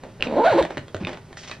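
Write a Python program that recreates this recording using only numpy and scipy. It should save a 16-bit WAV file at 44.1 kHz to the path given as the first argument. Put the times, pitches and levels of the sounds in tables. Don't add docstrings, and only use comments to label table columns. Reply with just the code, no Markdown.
import sys
import numpy as np
from scipy import signal
from scipy.fft import rfft, irfft
from scipy.io import wavfile
from scipy.ndimage import uniform_filter1d

SR = 44100
rng = np.random.default_rng(int(sys.argv[2]) if len(sys.argv) > 2 else 0)


def wav_record(signal):
    frames = np.transpose(np.atleast_2d(signal))
    bounded = np.clip(frames, -1, 1)
    quanta = np.round(bounded * 32767).astype(np.int16)
    wavfile.write(sys.argv[1], SR, quanta)


N = 70560

# time in seconds, teeth per second.
SLIDER_SPEED = [(0.24, 211), (0.272, 249), (0.33, 206.6), (0.362, 243), (0.385, 333), (0.413, 464),
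                (0.441, 467), (0.449, 693), (0.466, 690), (0.485, 775), (0.503, 682), (0.526, 505),
                (0.545, 345), (0.568, 323), (0.589, 560), (0.604, 490), (0.62, 335), (0.68, 237)]
# time in seconds, then relative levels in dB of buzz, overtones and rasp.
PULL_FORCE = [(0.235, -48, -13, -36.5), (0.27, -27, -1.5, -43.5), (0.32, -27, 4.5, -43),
              (0.355, -22, 1.5, -43), (0.372, -17.5, 5.5, -40), (0.43, -16.5, 1.5, -40),
              (0.445, -17, 9.5, -32), (0.462, -11, 3.5, -27), (0.485, -14, 7.5, -32), (0.52, -18.5, 5, -30),
              (0.565, -19, -6, -35), (0.594, -13.5, 4, -27), (0.612, -19, -2, -33), (0.64, -29, -3, -40),
              (0.70, -58, 16, -57)]
# frequency in Hz, relative level in dB.
TOOTH_SPECTRUM = [(60, -25), (130, -3.5), (220, 3.5), (330, 0), (430, -1.5), (540, 7), (750, -3.5),
                  (970, 0), (1200, -22.5), (1550, -15.5), (1900, -35.5), (4000, -31), (8000, -79)]
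RASP_SPECTRUM = [(100, -1.5), (900, 3), (1600, 6), (2200, 1.5), (3250, -5), (4100, -1.5), (5100, -17),
                 (7500, -17.5), (11000, -31)]
# frequency in Hz, relative level # in dB.
RESONANCES = [(102, 4), (190, 5), (269, 14.5), (335, 9.5), (466, -0.5), (653, 7.5), (753, -11), (963, -7)]

# start in seconds, level in dB, pitch in Hz, tilt in dB per octave.
CLINK_EVENTS = [(0.2079, -19.5, 2820, -10), (0.2246, -1.5, 2717, -14), (0.2712, -19, 2520, -0.5),
                (1.035, -29, 2505, -3), (1.0494, -14, 2510, 1), (1.0706, -16, 2466, 12.5)]
# multiple of the pitch, relative level in dB, T60 in seconds.
PULL_MODES = [(1.0, 0, 0.0081), (1.1, -7.5, 0.0016), (1.43, -14.5, 0.021), (4.4, -32, 0.0016)]
# start in seconds, knock level in dB, snap level in dB, pitch of the struck spot in Hz.
TAP_EVENTS = [(0.0363, -12, -27, 1010), (0.2252, -5, -5.5, 2250), (0.626, -7, -5, 3540),
              (0.6512, -1.5, -16.5, 1970), (0.7065, -9.5, -15, 2180), (0.772, -1.5, -15.5, 1700),
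              (0.779, -10, -9.5, 2880), (0.882, -20, -22.5, 3280), (0.946, -5.5, -8.5, 1450),
              (0.966, -15.5, -16, 1530), (1.0703, -4.5, -16, 1030), (1.081, -14, -18, 3460),
              (1.093, -13, -14, 2320), (1.131, -19, -15.5, 2870), (1.173, -15, -25, 935),
              (1.329, -19.5, -20.5, 1456), (1.372, -18, -13.5, 1900), (1.4967, -15, -18, 1550),
              (1.5141, -22, -6.5, 2550)]
# frequency in Hz, relative level in dB.
KNOCK_SPECTRUM = [(50, -13.5), (200, -6), (450, 4.5), (800, 0), (1500, -8), (6000, -30), (15000, -46.5)]
SNAP_SPECTRUM = [(200, -11), (1000, 2.5), (1800, 4.5), (2600, -5), (4000, 1), (5200, -12.5), (8000, -10),
                 (15000, -54)]
# start in seconds, pitch in Hz, level in dB, T60 in seconds.
BUMP_EVENTS = [(0.513, 119.5, -21, 0.1), (0.608, 66, -23.5, 0.11), (0.626, 171.4, -30, 0.31),
               (0.775, 134, -30, 0.2), (0.789, 97.2, -30, 0.17), (0.946, 261, -16, 0.025),
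               (0.947, 97, -26, 0.23), (1.009, 194, -15.5, 0.058), (1.021, 311, -17.5, 0.05),
               (1.032, 97.2, -23, 0.12), (1.038, 178.4, -19.5, 0.1)]
# frequency in Hz, relative level in dB.
WHEEL_MODES = [(1350, -10), (1850, 3), (2520, 2)]
# start in seconds, length in seconds, level in dB, tilt in dB per octave.
RUB_EVENTS = [(0.029, 0.091, -45, -3.5), (0.194, 0.23, -40.5, -4), (0.235, 0.035, -44.5, 4),
              (0.696, 0.075, -43, -1), (0.996, 0.21, -45, -1.5), (1.066, 0.098, -38, -1),
              (1.299, 0.06, -48, -5), (1.366, 0.092, -47.5, 9.5), (1.427, 0.046, -45, 5.5),
              (1.468, 0.098, -45, 5.5)]
# frequency in Hz, relative level in dB.
RUB_SPECTRUM = [(60, -3.5), (200, 5), (600, 9), (1200, 2), (2500, -0.5), (4200, -9.5), (5900, -11),
                (9000, -32), (15000, -73)]
ROOM_TONE_SPECTRUM = [(50, -8.5), (100, 3.5), (190, -1), (300, -6.5), (1200, -18), (10000, -33),
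                      (15000, -46)]

# frequency in Hz, T60 in seconds.
ROOM_DECAY = [(100, 0.47), (500, 0.24), (8000, 0.19)]
# delay in seconds, level in dB.
REFLECTIONS = [(0.0035, -22), (0.0114, -18.5)]
# frequency in Hz, left minus right in dB.
PAIR_BALANCE = [(150, 0), (700, -1.5), (8000, -0.5)]


def zipper(even_above_hz=350, tooth_db_per_octave=-6):
    t = np.arange(N) / SR
    rate, = curve(SLIDER_SPEED)
    buzz_db, overtone_db, rasp_db = curve(PULL_FORCE)
    moving = uniform_filter1d(1. * (t > PULL_FORCE[0][0]) * (t < PULL_FORCE[-1][0]), size=300)
    teeth = np.cumsum(rate * (1 + 0.028 * waver(size=150))) / SR
    slowness = 1 / (1 + (rate / even_above_hz) ** 6)
    shift, height = (np.interp(teeth, np.arange(len(v)), v) for v in rng.standard_normal((2, N // 20)))
    teeth += shift * np.interp(slowness, [0, 1], [0.021, 0.074])
    force = amp(np.tanh(height) * np.interp(slowness, [0, 1], [-1.5, 9.5]))
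    phase = 2 * np.pi * teeth
    overtones = sum(amp(tooth_db_per_octave * np.log2(k / 2)) * np.cos(k * phase) for k in range(2, 7))
    pulses = force * (np.cos(phase) + amp(overtone_db) * overtones)
    buzz = steady(resonate(colour(pulses, TOOTH_SPECTRUM))) * amp(buzz_db + 1.5 * waver())
    return moving * (buzz + amp(rasp_db + 1.22) * tape_rasp(teeth))


def tape_rasp(teeth, grain_db=1, steady_share=0.75, decay_teeth=0.29):
    noise = rng.standard_normal(N)
    grain = amp(grain_db * unit(uniform_filter1d(rng.standard_normal(N), 50)))
    puffs = steady_share + (1 - steady_share) * np.exp(-(teeth % 1) / decay_teeth)
    return unit(colour(noise * grain * puffs, RASP_SPECTRUM))


def resonate(drive, t60_s=0.16, ring_db=-11):
    t = np.arange(SR // 2) / SR
    decay = amp(-60 * t / t60_s)
    modes = sum(amp(db) * np.cos(2 * np.pi * hz * t) for hz, db in RESONANCES)
    response = modes * decay * 2 / decay.sum()
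    return drive + amp(ring_db) * signal.fftconvolve(drive, response)[:N]


def clinks(rise_s=0.00014):
    out, t = np.zeros(N), np.arange(SR // 20) / SR
    for start, db, hz, tilt in CLINK_EVENTS:
        ring = sum(amp(level + tilt * min(np.log2(ratio), 0.5)) * damped_sine(t, hz * ratio, t60)
                   for ratio, level, t60 in PULL_MODES)
        add(out, start, amp(db) * (1 - np.exp(-t / rise_s)) * ring)
    return out


def taps(scuff_gain=1.86, scuff_s=0.0027, spot_db=-3.5, spot_t60_s=0.015):
    knocks, snaps, t = np.zeros(N), np.zeros(N), np.arange(SR // 20) / SR
    for start, knock_db, snap_db, hz in TAP_EVENTS:
        scuff = unit_energy(rng.standard_normal(len(t)) * np.exp(-t / scuff_s))
        blow = unit_energy((t == 0) + scuff_gain * scuff)
        spot = amp(spot_db) * unit_energy(damped_sine(t, hz, spot_t60_s))
        add(knocks, start, amp(knock_db) * blow)
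        add(snaps, start, amp(snap_db) * unit_energy(colour(blow, SNAP_SPECTRUM) + spot))
    return resonate(colour(knocks, KNOCK_SPECTRUM)) + snaps


def bumps(rise_s=0.0048):
    out, t = np.zeros(N), np.arange(SR // 2) / SR
    for start, hz, db, t60 in BUMP_EVENTS:
        add(out, start, amp(db) * (1 - np.exp(-t / rise_s)) * damped_sine(t, hz, t60))
    return out


def wheel(start_s=1.5146, level_db=-33.5, rattle_t60_s=0.096, mode_t60_s=0.015):
    out, t = np.zeros(N), np.arange(SR // 2) / SR
    ring = sum(amp(db) * damped_sine(t, hz, mode_t60_s) for hz, db in WHEEL_MODES)
    rattle = rng.standard_normal(len(t)) * amp(level_db - 60 * t / rattle_t60_s)
    add(out, start_s, signal.fftconvolve(rattle, unit_energy(ring)))
    return out


def rubs(crinkles_per_s=5000, spread_db=4, edge_s=0.0086, fade_db=-14):
    out = np.zeros(N)
    for start, length, db, tilt in RUB_EVENTS:
        t = np.arange(0, length, 1 / SR)
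        size = amp(spread_db * np.minimum(rng.exponential(1, len(t)), np.pi))
        crinkles = size * rng.choice([-1, 1], len(t)) * (rng.random(len(t)) < crinkles_per_s / SR)
        noise = colour(crinkles, [(hz, level + tilt * np.log2(hz)) for hz, level in RUB_SPECTRUM])
        edges = np.clip(np.minimum(t, length - t) / edge_s, 0, 1)
        add(out, start, amp(db) * unit(noise * edges * amp(fade_db * t / length)))
    return out


def room(x, tail_db, onset_s=0.004, width=0.6, mono_below_hz=390):
    hz, t, spectra = signal.stft(rng.standard_normal((2, SR // 2)), SR, nperseg=256)
    spectra[1] *= (hz / (hz + mono_below_hz))[:, None]
    decay = amp(-60 * t / read(ROOM_DECAY, hz)[:, None])
    tails = signal.istft(spectra * decay, SR, nperseg=256)[1]
    tails *= np.arange(tails.shape[1]) / SR > onset_s
    mid, side = signal.fftconvolve(x[None], tails / np.linalg.norm(tails[0]), axes=1)[:, :N]
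    early = np.zeros(N)
    for delay, db in REFLECTIONS:
        add(early, delay, amp(db) * x)
    return x + early + amp(tail_db) * np.array([mid + width * side, mid - width * side])


def room_tone():
    return amp(-47) * unit(colour(rng.standard_normal(N), ROOM_TONE_SPECTRUM))


def amp(db):
    return 10 ** (np.asarray(db) / 20)


def unit(x):
    return x / np.sqrt(np.mean(x ** 2) + 1e-20)


def unit_energy(x):
    return x / np.linalg.norm(x)


def damped_sine(t, hz, t60):
    return amp(-60 * t / t60) * np.sin(2 * np.pi * hz * t)


def smooth(x, size):
    return uniform_filter1d(uniform_filter1d(x, size), size)


def steady(x):
    return x / np.sqrt(abs(smooth(x ** 2, 600)) + 1e-12)


def waver(size=300):
    return unit(smooth(rng.standard_normal(N), size))


def read(table, hz):
    freqs, values = np.transpose(table)
    return np.interp(np.log(hz + 1), np.log(freqs + 1), values)


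def curve(table):
    times, *columns = np.transpose(table)
    return [np.interp(np.arange(N) / SR, times, column) for column in columns]


def add(mix, start_s, sound):
    part = mix[round(start_s * SR):][:len(sound)]
    part += sound[:len(part)]


def colour(x, spectrum, size=4096):
    log_gain = np.log(amp(read(spectrum, abs(np.fft.fftfreq(size, 1 / SR)))))
    response = np.fft.ifft(np.exp(np.conj(signal.hilbert(log_gain)))).real[:size // 2]
    return signal.fftconvolve(x, unit_energy(response))[:len(x)]


def scene():
    tone = room_tone()
    zipping = room(zipper(), tail_db=-13.5)
    clinking = room(clinks(), tail_db=-15.5)
    handling = room(taps() + wheel() + rubs() + tone, tail_db=-7)
    return zipping + clinking + handling + bumps()


def record(dry, treble_phase_rad=2.53, above_hz=5440, span_hz=800, cutoff_hz=15700):
    hz = np.fft.rfftfreq(2 * N, 1 / SR)
    phase = treble_phase_rad / (1 + np.exp((above_hz - hz) / span_hz))
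    left_gain = amp(read(PAIR_BALANCE, hz) / 2) * np.exp(-1j * phase / 2)
    pair = irfft(rfft(dry, 2 * N) * np.array([left_gain, 1 / left_gain]))[:, :N]
    low_pass = signal.firwin(511, cutoff_hz, window=("kaiser", 9), fs=SR)
    return signal.oaconvolve(pair, low_pass[None], "same")


dry = scene()
out = record(dry)
wav_record(out)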